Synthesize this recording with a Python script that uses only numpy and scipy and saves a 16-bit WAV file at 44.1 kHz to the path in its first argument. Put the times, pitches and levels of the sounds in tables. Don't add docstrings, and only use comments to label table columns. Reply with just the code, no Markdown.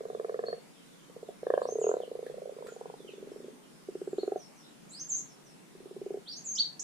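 import sys
import numpy as np
from scipy import signal
from scipy.fft import rfft, irfft
from scipy.io import wavfile
from scipy.ndimage import uniform_filter1d

SR = 44100
rng = np.random.default_rng(int(sys.argv[2]) if len(sys.argv) > 2 else 0)


def store_wav(level_fs):
    pcm = np.round(np.clip(np.atleast_2d(level_fs), -1, 1) * 32767)
    wavfile.write(sys.argv[1], SR, pcm.T.astype(np.int16))


N = 301203


def gain_of(db):
    return 10 ** (np.asarray(db) / 20)


def evened(x):
    return x / np.sqrt(np.mean(x ** 2) + 1e-20)


def read(points, hz, column=1):
    points = np.array(points)
    return np.interp(np.log(hz + 1), np.log(points[:, 0]), points[:, column])


def add(mix, s, sound):
    at = round(s * SR)
    sound = sound[max(-at, 0):]
    part = mix[max(at, 0):][:len(sound)]
    part += sound[:len(part)]


def place(x, right_db):
    return x * gain_of([[-right_db / 2], [right_db / 2]])


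# frequency in Hz, relative density in dB per Hz.
HUSH_SPECTRUM = [(28, -13), (48, -15.5), (126, -38), (152, 6), (220, 4.5), (330, 1), (600, -6.5),
                 (1500, -12.5), (3500, -17), (5000, -18.5), (10000, -19), (12000, -27), (15000, -29)]


def hush(level_db=-55, patchy_db=1.5):
    frames = N // 512 + 5
    hz = np.fft.rfftfreq(2048, 1 / SR)
    a, b, c, d, patches = rng.standard_normal((frames, len(hz), 5)).T
    patches = uniform_filter1d(patches, size=20, axis=0)
    patches = evened(uniform_filter1d(patches, size=10, axis=1))
    spectrum_db = read(HUSH_SPECTRUM, hz)[:, None] + patchy_db * patches
    z = np.array([a + 1j * b, c + 1j * d]) * gain_of(spectrum_db)
    noise = signal.istft(z, nperseg=2048, noverlap=1536)[1][:, :N]
    return gain_of(level_db) * evened(noise)


def peak(hz, centre_hz, half_width_hz):
    return 1 / (1 + ((hz - centre_hz) / half_width_hz) ** 2)


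def through(values, u):
    places = np.linspace(0, 1, len(values))
    return np.polyval(np.polyfit(places, values, len(values) - 1), u)


def ringing(gain, swell):
    cepstrum = irfft(np.log(gain + 1e-6))
    half = len(cepstrum) // 2
    fold = np.r_[1, np.full(half - 1, 2), 1, np.zeros(half - 1)]
    minimum_phase = rfft(cepstrum * fold).imag
    ring = irfft(gain * np.exp(1j * (1 - swell) * minimum_phase))
    return np.roll(ring, half)


SWELL = 0.31
RASP_WIDTH_HZ = 129
THROAT_TOP_HZ = 792

# frequency in Hz before tuning, half width in Hz, level in dB before the croak's throat level.
THROAT_MODES = [(595, 32, -41), (690, 42, -41)]


def knock(sac_hz, ring, throat_db, throat_shift, upper, sac_width=260, bass_reach=2.3, usual_ring=0.031):
    hz = np.fft.rfftfreq(8192, 1 / SR) + 1

    bass_limit_hz = sac_hz - bass_reach / ring
    body = 1 / np.sqrt((1 + (bass_limit_hz / hz) ** 10) * (1 + (hz / 1950) ** 30))

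    ring_width_hz = np.log(1000) / (2 * np.pi * ring)
    sac = ring * np.sqrt(peak(hz, sac_hz, ring_width_hz)) * peak(hz, sac_hz, sac_width)

    throat = sum(gain_of(throat_db + db) * peak(hz, f * throat_shift, width)
                 for f, width, db in THROAT_MODES)
    hollow = 1 / (1 + (hz / (THROAT_TOP_HZ * throat_shift)) ** 20)
    rasp = ring * sum(gain_of(db) * np.exp(-.5 * ((hz - f) / RASP_WIDTH_HZ) ** 2) for f, db in upper)

    spectrum = body * np.sqrt(hollow * (sac ** 2 + throat ** 2) + rasp ** 2)
    return SR * ringing(spectrum, min(SWELL * usual_ring / ring, 1))


KNOCK_OFFSET_S = 0.001135
RISE_CURVE, FALL_CURVE = 1.7, 3.2
SAC_CURVE, THROAT_CURVE = 2.2, 2.1
RING_PER_PITCH = 1.5
RASP_PER_EFFORT = 0.52


def croak(start, count, gaps_ms, effort, sac, ring, throat, upper, lag_ms, scatter=0.033, uneven_db=0.86):
    count = round(count)
    top_db, top_at, rise_db, fall_db = effort
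    throat_db, growth_db, tuning = throat
    u = np.linspace(0, 1, count)
    top_at = np.clip(top_at, .05, .95)

    gaps = through(gaps_ms, np.linspace(0, 1, count - 1))
    times = start + np.r_[0, np.cumsum(gaps)] / 1000

    before_top = np.maximum(1 - u / top_at, 0)
    after_top = np.maximum((u - top_at) / (1 - top_at), 0)
    push_db = top_db - rise_db * before_top ** RISE_CURVE - fall_db * after_top ** FALL_CURVE
    forced_db = RASP_PER_EFFORT * (push_db - push_db.mean())

    sac_hz = sac[0] + (sac[1] - sac[0]) * u ** SAC_CURVE
    rings = ring * (sac_hz.mean() / sac_hz) ** RING_PER_PITCH
    throats = throat_db - growth_db * (1 - u ** THROAT_CURVE)

    out, lag = np.zeros((2, N)), lag_ms / 1000
    for k, (throat_luck, mode_luck, level_luck) in enumerate(rng.standard_normal((count, 3))):
        modes = [(hz * (1 + scatter * mode_luck), first + (last - first) * u[k] + forced_db[k])
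                 for hz, first, last in upper]
        sound = knock(sac_hz[k], rings[k], throats[k], tuning * (1 + scatter * throat_luck), modes)
        sound = gain_of(push_db[k] + uneven_db * level_luck) * sound
        s = times[k] + KNOCK_OFFSET_S - len(sound) / 2 / SR
        for ear, delay in zip(out, (lag / 2, -lag / 2)):
            add(ear, s + delay, sound)
    return out


def widened(x, amount=1.6, above_hz=830):
    hz = np.fft.rfftfreq(N, 1 / SR) + 1
    upper = 1 / (1 + (above_hz / hz) ** 10)
    side = irfft(rfft(x.mean(0)) * 1j * amount * upper, N)
    return x + np.array([-side, side])


# start in seconds, number of knocks,
# gaps between knocks in ms (at even steps through the croak),
# effort (top in dB before the chorus level, place of the top as a share of the croak before clipping,
# rise in dB, fall in dB), air sac pitch in Hz (first, last), sac ring time in seconds to -60 dB at mean pitch,
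# throat (level at the end in dB, growth in dB, tuning ratio),
# upper modes heard in forced croaks [(Hz, first dB, last dB against the sac), before scatter and effort],
# delay of the left microphone after the right in ms.
CROAK_RUNS = [ (0.006, 12, (46.4, 48.7, 44.6), (-14, 0.52, 5, 1.2), (440, 455), 0.04, (4, 4, .96),
              [(1140, -27, -26), (1750, -38, -22)], 0.22), (0.035, 15, (50, 38.5, 36, 36.5, 39),
              (-22, .7, 5, 3), (510, 480), 0.024, (-5, 0, 1), [], 0.22), (1.096, 4, (67.3, 65, 59),
              (-20.5, 0.5, 11.5, .5), (470, 410), 0.026, (6.8, 17, .98), [], 0.1),
              (1.4312, 5, (36.5, 35, 38.8), (0.6, 0.65, 14.5, .3), (480, 540), .015, (-6, 8, 1),
              [(1060, -25, -21), (1690, -25, -25)], -0.12), (1.617, 3, (36.4, 36, 34.3),
              (-7.5, .1, -1, 4.5), (520, 484), 0.018, (0, 15, 1.02), [(1040, -17, -21), (1640, -31, -40)],
              -0.02), (1.721, 7, (33, 28, 24.3), (-8.5, 4, 5, -1), (438, 430), 0.046, (-1, 4, .98),
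              [(930, -38, -30), (1300, -54, -36)], 0.05), (1.9142, 5, (25.3, 28, 34.5, 32.3),
              (-7, .05, 0, 7), (470, 505), .016, (-8, -3, 1), [(950, -21, -31), (1400, -27, -47)], 0.08),
              (2.077, 7, (37, 37.9, 34), (-16, -0.6, 3.5, 1), (467, 462), 0.022, (-18, 2, 1), [], 0.16),
              (2.3112, 10, (58, 44, 37), (-24, .5, 5, 0), (424, 450), 0.032, (-3, 16, 1), [], 0.16),
              (2.3407, 5, (39.5, 37.7, 37.2), (-16.5, 8, 2, 1), (520, 527), .023, (-23, 4, .92), [], 0.18),
              (2.585, 3, (38, 40, 39), (-20, -4, 3, 5), (522, 500), 0.028, (-14, 2, .88), [(950, -21, -19)],
              0.18), (2.7625, 5, (48, 44, 40), (-20.5, -2, 3, 8), (458, 440), 0.027, (1, 4, 1.12),
              [(900, -24, -10)], 0.1), (3.0023, 12, (43, 45.4, 38.5), (-22, .9, 4, 0), (400, 400),
              0.024, (-5, 3, .86), [], 0.03), (3.886, 10, (66.2, 52.4, 39), (-8.3, 3, 8, 4), (380, 406),
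              0.03, (5, 28, 1.08), [(1270, -42, -39), (1620, -44, -46)], 0.0),
              (5.7496, 10, (52.2, 51, 29.6), (-15, .88, 17, 4), (380, 404), 0.038, (-8, 11, 1.05), [],
              -0.03)]


def frogs(level_db=-31.0, echo_db=-6, echo_per_db=0.21, right_db=2.2, right_db_per_ms=4):
    direct, scattered = np.zeros((2, N)), np.zeros(N)
    for row in CROAK_RUNS:
        top_db, lag_ms = row[3][0], row[-1]
        sound = gain_of(level_db) * croak(*row)
        direct += place(sound, right_db + right_db_per_ms * lag_ms)
        scattered += gain_of(echo_db - echo_per_db * top_db) * sound.mean(0)
    return widened(direct), scattered


def whistle(length, pitch_hz, contour, waver=0.0085, flutter_db=0.85, overtone_db=-42, glide_loss_db=26):
    u = np.linspace(0, 1, max(int(length * SR), 64))
    ratio = np.interp(u, np.linspace(0, 1, len(contour)), contour)
    ratio = uniform_filter1d(ratio, size=len(u) // len(contour), mode="nearest")
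    shake, flutter = (evened(uniform_filter1d(row, size=70))[:len(u)]
                      for row in rng.standard_normal((2, SR)))

    phase = 2 * np.pi * np.cumsum(pitch_hz * ratio * (1 + waver * shake)) / SR
    tone = np.sin(phase) + gain_of(overtone_db) * np.sin(2 * phase)
    level = gain_of(flutter_db * flutter - glide_loss_db * np.maximum(1 - ratio, 0))
    envelope = np.maximum(1 - (2 * u - 1) ** 2, 0) ** 0.49
    return tone * level * envelope


PITCH_CONTOURS = {"slur": (.66, .71, 0.99, 1.02, 1.01, .99, 0.8),
                  "dip": (1.24, 1.09, 1.025, 1, 1, 1.01, 1.08, 1.22),
                  "step": (.8, .94, .99, 1, 1.005, 1.01), "hold": (.97, 1.005, 1, .99),
                  "rise": (.8, 1.01, 1.17), "fall": (1.17, .99, .86), "sag": (1.2, 0.98, 0.98)}


def far_birds(level_db=-69, low_hz=2900, high_hz=3800, length=0.081, count=26, until_s=4.3):
    out = np.zeros(N)
    for when, pitch in rng.random((count, 2)):
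        note = whistle(length, low_hz + (high_hz - low_hz) * pitch, PITCH_CONTOURS["sag"])
        add(out, when * until_s, gain_of(level_db) * note)
    return out


# start in seconds, kind of contour, length in seconds, pitch in Hz,
# level in dB before the split into direct sound and echo.
BIRD_NOTES = [(0.458, "hold", 0.042, 4420, -45.5), (1.533, "fall", 0.023, 2950, -60.5),
              (1.603, "rise", 0.045, 8020, -63), (1.606, "slur", 0.048, 4400, -59.5),
              (1.665, "step", 0.085, 6430, -49), (1.792, "dip", 0.11, 6520, -46),
              (1.823, "fall", .03, 2750, -56.5), (2.012, "fall", 0.037, 3050, -57.5),
              (2.64, "sag", .11, 6900, -64), (3.073, "fall", 0.031, 2770, -51.5),
              (3.29, "hold", 0.13, 5450, -74), (3.949, "sag", 0.39, 7200, -70),
              (4.164, "slur", 0.067, 4300, -54.5), (4.367, "sag", 0.1, 5500, -60),
              (4.55, "sag", .1, 5480, -64.5), (4.615, "step", .07, 3850, -66.5),
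              (4.891, "rise", 0.047, 7660, -50.5), (4.912, "rise", 0.099, 4730, -50),
              (4.99, "step", 0.038, 6380, -38.5), (5.087, "dip", 0.093, 6280, -31.5),
              (5.188, "fall", 0.016, 6580, -42), (5.26, "sag", 0.072, 5530, -65),
              (5.435, "sag", 0.088, 5430, -66.5), (6.257, "slur", 0.082, 4644, -41),
              (6.306, "step", 0.041, 5590, -46.5), (6.352, "step", .045, 6500, -45.5),
              (6.443, "dip", 0.12, 6340, -37), (6.551, "rise", 0.018, 5690, -33.5),
              (6.571, "slur", 0.055, 4468, -26), (6.7936, "rise", 0.0075, 6200, -32.5),
              (6.8, "fall", .01, 7000, -35)]


def birds(far_db=-52, spread_db=6, near_waver=0.0045, far_waver=0.0173):
    direct, scattered = np.zeros((2, N))
    for s, kind, length, hz, db in BIRD_NOTES:
        near = 1 / (1.5 + np.exp((far_db - db) / spread_db))
        waver = near_waver + (1 - near) * far_waver
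        note = gain_of(db) * whistle(length, hz, PITCH_CONTOURS[kind], waver=waver)
        add(direct, s, note * (0.61 + 0.27 * near))
        add(scattered, s, note * (1.6 - near))
    return direct, scattered


def mode(hz, ring, rise):
    t = np.arange(SR // 10) / SR
    swell = 1 - np.exp(-(t / rise) ** 2)
    return -np.sin(2 * np.pi * hz * t) * swell * np.exp(-np.log(1000) * t / ring)


# start in seconds, bubble level in dB, bubble pitch in Hz,
# ring time in seconds to -60 dB, splash level in dB. Levels are before placing.
WATER_PLIPS = [(2.265, -42, 1750, 0.014, -54), (2.669, -44, 1279, 0.017, -48),
               (2.688, -44.5, 1420, 0.033, -65)]


def plips():
    out = np.zeros(N)
    for s, db, hz, ring, splash_db in WATER_PLIPS:
        bubble = gain_of(db) * mode(hz, ring, rise=0.0004)
        spray = signal.lfilter(*signal.butter(1, 5000, fs=SR), rng.standard_normal(len(bubble)))
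        fade = np.exp(-np.arange(len(bubble)) / SR / 0.0028)
        add(out, s, bubble + gain_of(splash_db) * evened(spray) * fade)
    return out


# start in seconds, end in seconds (of the bubbles' onsets).
SWIM_SPAN = (3.1, 3.6)


def swirl(level_db=-47, low_hz=200, high_hz=460, ring=0.32, count=44):
    out = np.zeros(N)
    first_s, last_s = SWIM_SPAN
    for when, pitch, softness in rng.random((count, 3)):
        bubble = mode(low_hz * (high_hz / low_hz) ** pitch, ring, rise=ring / 10)
        level = gain_of(level_db - 10 * softness) * np.sin(np.pi * when) ** .5
        add(out, first_s + when * (last_s - first_s), level * bubble)
    return out


# frequency in Hz, level in dB, decay time in seconds to -60 dB.
GARDEN_ECHO = [(398, -5.5, 0.18), (3660, 2, 0.3), (7940, 2.5, 0.25)]


def garden(x, gap=0.0017):
    taps = rng.standard_normal((2, SR)) * (rng.random((2, SR)) < 1 / 10)
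    taps = taps * (np.arange(SR) > gap * SR)
    hz, t, z = signal.stft(evened(taps), SR, nperseg=256)
    decay = np.log(1000) / read(GARDEN_ECHO, hz, column=2)[:, None]
    shape = gain_of(read(GARDEN_ECHO, hz))[:, None] * np.sqrt(2 * decay / SR) * np.exp(-decay * t)
    response = signal.istft(z * shape, SR, nperseg=256)[1]
    return signal.fftconvolve(x[None], response, axes=1)[:, :N]


def scene(water_echo_db=1.0, right_db=3.5):
    background = hush()
    chorus, chorus_echo = frogs()
    twitter = far_birds()
    song, song_echo = birds()
    water = plips() + swirl()
    echo = garden(chorus_echo + gain_of(water_echo_db) * water + song_echo + twitter)
    return chorus + place(water + song, right_db) + echo + background


def record(dry, edge_hz=15100):
    low_pass = signal.firwin(511, edge_hz, window=("kaiser", 9), fs=SR)
    return signal.oaconvolve(dry, low_pass[None], "same")


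dry = scene()
out = record(dry)
store_wav(out)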